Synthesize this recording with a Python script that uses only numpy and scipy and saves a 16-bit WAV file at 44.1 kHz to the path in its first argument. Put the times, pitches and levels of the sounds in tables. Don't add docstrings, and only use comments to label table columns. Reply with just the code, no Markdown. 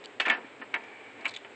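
import sys
import numpy as np
from scipy import signal
from scipy.fft import rfft, irfft
from scipy.io import wavfile
from scipy.ndimage import uniform_filter1d

SR = 44100
rng = np.random.default_rng(int(sys.argv[2]) if len(sys.argv) > 2 else 0)


def volts_from_decibels(level):
    exponent = np.asarray(level, float) / 20
    return 10 ** exponent


def waveform_to_disk(signal):
    frames = np.transpose(np.atleast_2d(signal))
    scaled = np.clip(frames, -1, 1) * 32767
    samples = np.round(scaled).astype(np.int16)
    wavfile.write(sys.argv[1], SR, samples)


N = 68355

# (frequency [Hz], level [dB])
ROOM_SPECTRUM = [(150, -30.5), (240, -3), (480, -2.5), (1200, -8), (2200, -6), (3300, -15), (5800, -33),
                 (8000, -27.5)]
# (frequency [Hz], level [dB])
RUMBLE_SPECTRUM = [(20, -31.5), (85, -29), (105, -1), (128, -11.5), (145, -36.5), (200, -22.5), (260, -48)]
# (frequency [Hz], width [Hz], level [dB])
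FAN_RESONANCES = [(111.3, 15, -74), (280, 52, -64), (421, 106, -59), (7490, 1000, -77)]
ROOM_DB, SWELL_DB = -51, 0.5

# (time [s], peak level [dB], length [s], centre frequency [Hz])
RASPS = [(0.039, -49.5, 0.015, 4320), (.259, -38, 0.006, 3500), (0.2, -37, 0.013, 4400),
         (0.2, -45.5, 0.015, 7400), (0.2985, -41, 0.01, 6800), (1.2105, -49, 0.004, 4300),
         (1.277, -39.5, 0.00173, 3540), (1.284, -42.5, 0.015, 4200), (1.306, -49.5, 0.016, 4200),
         (1.337, -47, 0.0044, 2500), (1.338, -42.5, 0.016, 3960), (1.3625, -37, 0.0077, 3300),
         (1.371, -39.5, 0.0037, 3000), (1.385, -54, 0.0045, 3300), (0.7405, -44, 0.0073, 5900),
         (1.25, -50, 0.022, 6840), (0.283, -46, 0.008, 6800), (.253, -56.5, 0.027, 6200),
         (.312, -57, .04, 5800), (.215, -54, 0.026, 6400)]
# (frequency [Hz], level [dB])
STEEL_SPECTRUM = [(350, -50), (600, -10), (1310, -3), (2250, 15.5), (2820, 3), (3570, 9), (5580, -7),
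                  (7810, -3), (8740, -9.5), (11400, -45.5), (19200, -120)]
STEEL_PEAK_DB, STEEL_WIDTH_OCT = 9.5, 0.32
STEEL_TAIL_DB, STEEL_TAIL_S = -23, 0.073
GRIT_DB = 3.5

# (time [s], peak level [dB], frequency [Hz], t60 [s])
PINGS = [(0.0403, -47, 4100, .02), (.0474, -39, 4280, 0.0094), (.048, -42.5, 2910, .03),
         (0.0573, -30, 3120, 0.0076), (0.058, -31.5, 4500, 0.0072), (0.058, -37.5, 7500, 0.0055),
         (.1995, -24.5, 3410, .025), (.204, -37, 4400, .04), (0.205, -45, 7300, 0.032),
         (.2815, -20, 2300, 0.039), (.2985, -16.5, 3310, 0.013), (0.2999, -31, 2890, 0.045),
         (.3, -24, 1935, .09), (.301, -27, 2620, .1), (.301, -29, 2185, .12), (.2005, -26, 2610, .1),
         (.615, -44, 1050, .1), (.615, -44, 1270, .1), (.616, -41, 1765, .1), (.742, -36, 1060, .07),
         (.7405, -34, 3860, 0.017), (.749, -39.5, 3810, .025), (.75, -40.5, 908.6, 0.28),
         (1.255, -33, 3840, 0.011), (1.2815, -34, 7850, 0.0078), (1.2815, -40, 4230, 0.017),
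         (1.3085, -43.5, 7900, .007), (1.364, -33, 3510, 0.035), (1.364, -42, 6700, 0.014),
         (1.3735, -44, 5000, .003), (1.45, -50, 887, .1)]
# (time [s], peak level [dB], frequency [Hz], t60 [s])
THUDS = [
    (0.201, -31, 303, 0.047),
    (0.283, -45, 299, .08),
    (.299, -32.5, 245.6, .1),
    (0.346, -37.5, 273, 0.071),
    (0.442, -36, 268, 0.074),
    (.598, -34, 272, 0.065),
    (0.743, -42, 295, 0.025),
]
PING_RISE_S, THUD_RISE_S = 0.00021, 0.005

# (time [s], peak level [dB], brightness [dB per octave], ring share [1])
DROP_KNOCKS = [
    (.1993, -24, 0.5, 0.65),
    (.205, -29.5, 6, 0.8),
    (.214, -36.5, 6.5, 1),
]
# (time [s], peak level [dB], brightness [dB per octave], ring share [1])
TUMBLE_KNOCKS = [(.2525, -30, 3.5, 1.7), (.2605, -30, 3, 0.93), (.268, -29.5, -4.5, 0.63),
                 (.281, -26.5, -3, 0.49), (.292, -36, 1, 0.45), (.2985, -20, 2, 0.91),
                 (.307, -33.5, 2.5, 0.48), (.320, -36, -4, 1.08), (.333, -36, -2, 0.64),
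                 (.347, -37.5, -2, 1), (.374, -44, -7, .8), (.615, -44.5, -4.5, 0.87),
                 (.620, -43, -2, 0.44), (.626, -45, -3, 0.25)]
# (time [s], peak level [dB], brightness [dB per octave], ring share [1])
TAP_KNOCKS = [
    (.736, -50, -9, 0.51),
    (.7405, -26.5, 1, 0.45),
    (.749, -29.5, 0, 0.58),
    (.761, -38, -3, .7),
    (.808, -51.5, -3, 1.1),
    (.836, -51.5, 12.5, .5),
]
# (time [s], peak level [dB], brightness [dB per octave], ring share [1])
SET_DOWN_KNOCKS = [
    (1.19, -55, -8, 1.1),
    (1.218, -50.5, -4.5, 1.1),
    (1.247, -38.5, -3.5, 0.36),
    (1.2545, -26.5, 3.5, 0.53),
    (1.263, -30, 1, 0.4),
    (1.273, -38, -1, 0.49),
    (1.4475, -41.5, -1.5, 0.39),
]
DESK_HZ = [670, 907, 1044, 1265, 1405, 1597, 1757, 1802, 1935, 2185, 2255, 2400, 2620, 3045]
# (level [dB], t60 [s])
DROP_MODES = [(-18.5, .15), (-20, .15), (-10.5, .15), (-12, 0.098), (1.5, 0.13), (-6, 0.11), (-10, .1),
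              (0.5, .12), (3, .12), (-10, 0.101), (0.5, .1), (-12, .1), (4, 0.14), (-5, .1)]
# (level [dB], t60 [s])
TUMBLE_MODES = [(-10.5, .15), (-6.5, .2), (-8, 0.19), (-11, .15), (-3.5, 0.16), (-12, 0.13), (6, .15),
                (1, .13), (-2, .12), (-4.5, .15), (-5.5, 0.12), (-6, .2), (-4.5, 0.16), (-7.5, .12)]
# (level [dB], t60 [s])
TAP_MODES = [(-7.5, .22), (-5.5, .25), (-7, .1), (-14, .15), (-9, .15), (-2.5, .2), (-2, .25), (-10, .1),
             (-1, .15), (4.5, .14), (2, 0.17), (-5, .15), (-8.5, .15), (-19, .1)]
# (level [dB], t60 [s])
SET_DOWN_MODES = [(-5, .25), (-3, 0.23), (-3, 0.21), (-6.5, 0.24), (-14, 0.14), (-12, .2), (-14, .15),
                  (-14, .15), (-2, .15), (-0.5, .15), (4.5, .15), (4.5, .2), (1.5, .15), (-6, .12)]
# (body level [dB], crack level [dB], crack frequency [Hz])
SPOTS = [
    (-1.5, -0.5, 3350),
    (-2, -1.5, 2660),
    (-3.5, 3, 2230),
    (-5, 2, 2500),
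]
# (frequency [Hz], level [dB])
BODY_SPECTRUM = [(71, -55), (120, -39), (250, -7), (1240, -1.5), (1770, 4.5), (3030, -4), (5010, -29),
                 (7570, -37.5), (8740, -36.5), (11400, -63.5), (19200, -120)]
# (frequency [Hz], t60 [s])
BODY_T60 = [(200, 0.17), (700, 0.31), (2000, 0.14), (3500, 0.16), (6000, 0.2), (8000, 0.13)]
DETUNE, PHASE_CYCLES = 0.002, 0.19
CRACK_S, CRACK_WIDTH_HZ = 0.0023, 1020
RISE_S = 0.00045

# (time [s], level [dB])
SLIDE_PRESSURE = [(.4, -46), (.55, -69), (.7, -65.5), (.85, -54.5), (1.049, -56), (1.15, -61.5),
                  (1.23, -53.5), (1.32, -55.5), (1.5, -93.5)]
# (frequency [Hz], width [Hz], level [dB])
SLIDE_RESONANCES = [(2300, 230, -1), (1780, 340, -5.5), (830, 210, -8.5), (2950, 300, -13.5)]
SLIDE_DB, SLIDE_GRIT_DB = 3.5, 0.5

BASS_CUT_HZ = 166
MASK_FROM_HZ, MASK_BAND_HZ, MASK_DB = 5300, 700, -37.5
EDGE_HZ, HISS_DB = 8500, -92


def evened(x):
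    return x / np.sqrt(np.mean(x ** 2) + 1e-20)


def read(points, hz):
    f, value = np.transpose(points)
    return np.interp(np.log(hz + 1), np.log(f + 1), value)


def add(mix, s, sound):
    part = mix[round(s * SR):][:len(sound)]
    part += sound[:len(part)]


def colour(x, db_at):
    gain = volts_from_decibels(db_at(np.fft.rfftfreq(len(x), 1 / SR)))
    return irfft(rfft(x) * gain, len(x))


def resonate(x, hz, width):
    turn = np.exp(2j * np.pi * hz * np.arange(len(x)) / SR)
    r = np.exp(-np.pi * width / SR)
    return 2 * (turn * signal.lfilter([1 - r], [1, -r], x / turn)).real


def resonate_twice(x, hz, width):
    return resonate(resonate(x, hz, width), hz, width)


def room():
    frames, hz = N // 256 + 5, np.fft.rfftfreq(1024, 1 / SR)
    real, imag = rng.standard_normal((2, frames, len(hz)))
    swell = evened(uniform_filter1d(rng.standard_normal(frames), size=20))
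    upper = volts_from_decibels(read(ROOM_SPECTRUM, hz)) * (hz > 170)
    rumble = volts_from_decibels(read(RUMBLE_SPECTRUM, hz)) * (hz < 260)
    spectrum = (real + 1j * imag) * np.hypot(upper, rumble) * volts_from_decibels(SWELL_DB * swell)[None].T
    hum = volts_from_decibels(ROOM_DB) * evened(signal.istft(spectrum.T, nperseg=1024, noverlap=768)[1][:N])
    air = rng.standard_normal(N)
    for resonance_hz, width, db in FAN_RESONANCES:
        hum = hum + volts_from_decibels(db) * evened(resonate_twice(air, resonance_hz, width))
    return hum


def rasp(peak_db, length, centre_hz):
    t = np.arange(4096) / SR
    unevenness = evened(uniform_filter1d(rng.standard_normal(len(t)), size=40))
    grit = rng.standard_normal(len(t)) * volts_from_decibels(GRIT_DB * unevenness)

    def steel_db(hz):
        octaves = np.log2((hz + 1) / centre_hz)
        return read(STEEL_SPECTRUM, hz) + STEEL_PEAK_DB * np.exp(-(octaves / STEEL_WIDTH_OCT) ** 2)

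    contact = np.exp(-(t / length) ** 3)
    shape = contact + volts_from_decibels(STEEL_TAIL_DB) * np.exp(-t / STEEL_TAIL_S)
    steel = colour(grit, steel_db)
    steel = steel * np.linalg.norm(shape) / np.linalg.norm(shape * steel)
    return volts_from_decibels(peak_db) * np.minimum(t / RISE_S, 1) * shape * steel


def damped_mode(peak_db, hz, t60, rise_s):
    t = np.arange(8192) / SR
    return volts_from_decibels(peak_db - 60 * t / t60) * (1 - np.exp(-t / rise_s)) * np.sin(2 * np.pi * hz * t)


def desk_ring(t, modes, tilt, share):
    ring = np.zeros(len(t))
    chance = rng.standard_normal((len(modes), 2))
    for hz, (db, t60), (u, v) in zip(DESK_HZ, modes, chance):
        decay = volts_from_decibels(db + tilt(hz) - 60 * t / (share * t60))
        cycles = hz * (1 + DETUNE * u) * t + PHASE_CYCLES * v
        ring += decay * np.sign(u) * np.sin(2 * np.pi * cycles)
    return ring / np.sqrt(sum(volts_from_decibels(2 * db) for db, _ in modes) / 2)


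def desk_body(noise, share):
    hz, frames, z = signal.stft(noise, SR, nperseg=128)
    t60 = share * read(BODY_T60, hz)[:, None]
    return signal.istft(z * volts_from_decibels(-60 * frames / t60), SR, nperseg=128)[1][:len(noise)]


def knock(peak_db, bright_db, share, modes, body_db, crack_db, crack_hz):
    t = np.arange(16384) / SR

    def tilt(hz):
        return bright_db * np.log2(np.clip(hz, 200, 9000) / 2000)

    ring = desk_ring(t, modes, tilt, share)
    wood = colour(rng.standard_normal(len(t)), lambda hz: read(BODY_SPECTRUM, hz))
    noise = colour(evened(wood), tilt)
    body = desk_body(noise, share)
    crack = resonate_twice(noise[::-1], crack_hz, CRACK_WIDTH_HZ) * np.exp(-t / CRACK_S)
    crack = crack / abs(crack).max()
    onset = 1 - np.exp(-t / RISE_S)
    return volts_from_decibels(peak_db) * onset * (ring + volts_from_decibels(body_db) * body + 2 * volts_from_decibels(crack_db) * crack)


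def slide():
    s, db = np.transpose(SLIDE_PRESSURE)
    t = np.arange(N) / SR
    unevenness = evened(uniform_filter1d(rng.standard_normal(N), size=500))
    grit = rng.standard_normal(N) * volts_from_decibels(SLIDE_GRIT_DB * unevenness)
    rung = np.zeros(N)
    for hz, width, gain_db in SLIDE_RESONANCES:
        rung += volts_from_decibels(gain_db) * evened(resonate_twice(grit, hz, width))
    fade_in = np.clip((t - s[0]) / 0.062, 0, 1)
    return volts_from_decibels(SLIDE_DB + np.interp(t, s, db)) * fade_in * rung


def scene():
    mix = np.zeros(N)
    for s, *how in RASPS:
        add(mix, s, rasp(*how))
    for s, *how in PINGS:
        add(mix, s, damped_mode(*how, PING_RISE_S))
    for s, *how in THUDS:
        add(mix, s, damped_mode(*how, THUD_RISE_S))
    knocks = DROP_KNOCKS, TUMBLE_KNOCKS, TAP_KNOCKS, SET_DOWN_KNOCKS
    mode_sets = DROP_MODES, TUMBLE_MODES, TAP_MODES, SET_DOWN_MODES
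    for hits, modes, spot in zip(knocks, mode_sets, SPOTS):
        for s, *how in hits:
            add(mix, s, knock(*how, modes, *spot))
    bass_cut = signal.butter(4, BASS_CUT_HZ, "high", fs=SR, output="sos")
    return (signal.sosfilt(bass_cut, mix + slide()) + room())[None]


def masked(x):
    hz, _, z = signal.stft(x, SR, nperseg=256)
    power, keep = abs(z) ** 2, np.ones(z.shape)
    whole = uniform_filter1d(power.sum(0), size=5)
    for lo in np.arange(MASK_FROM_HZ, EDGE_HZ, MASK_BAND_HZ):
        band = (hz >= lo) & (hz < lo + MASK_BAND_HZ)
        keep[band] = uniform_filter1d(power[band].sum(0), size=5) > whole * volts_from_decibels(2 * MASK_DB)
    return signal.istft(z * keep, SR, nperseg=256)[1][:N]


def top_cut(x):
    return signal.sosfilt(signal.butter(12, 8890, fs=SR, output="sos"), x)


def record(dry):
    low_pass = signal.firwin(151, EDGE_HZ, window=("kaiser", 7), fs=SR)
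    limited = signal.oaconvolve(masked(dry[0])[None], low_pass[None], "same")
    mix = limited + volts_from_decibels(HISS_DB) * rng.standard_normal(dry.shape)
    return top_cut(mix)


dry = scene()
out = record(dry)
waveform_to_disk(out)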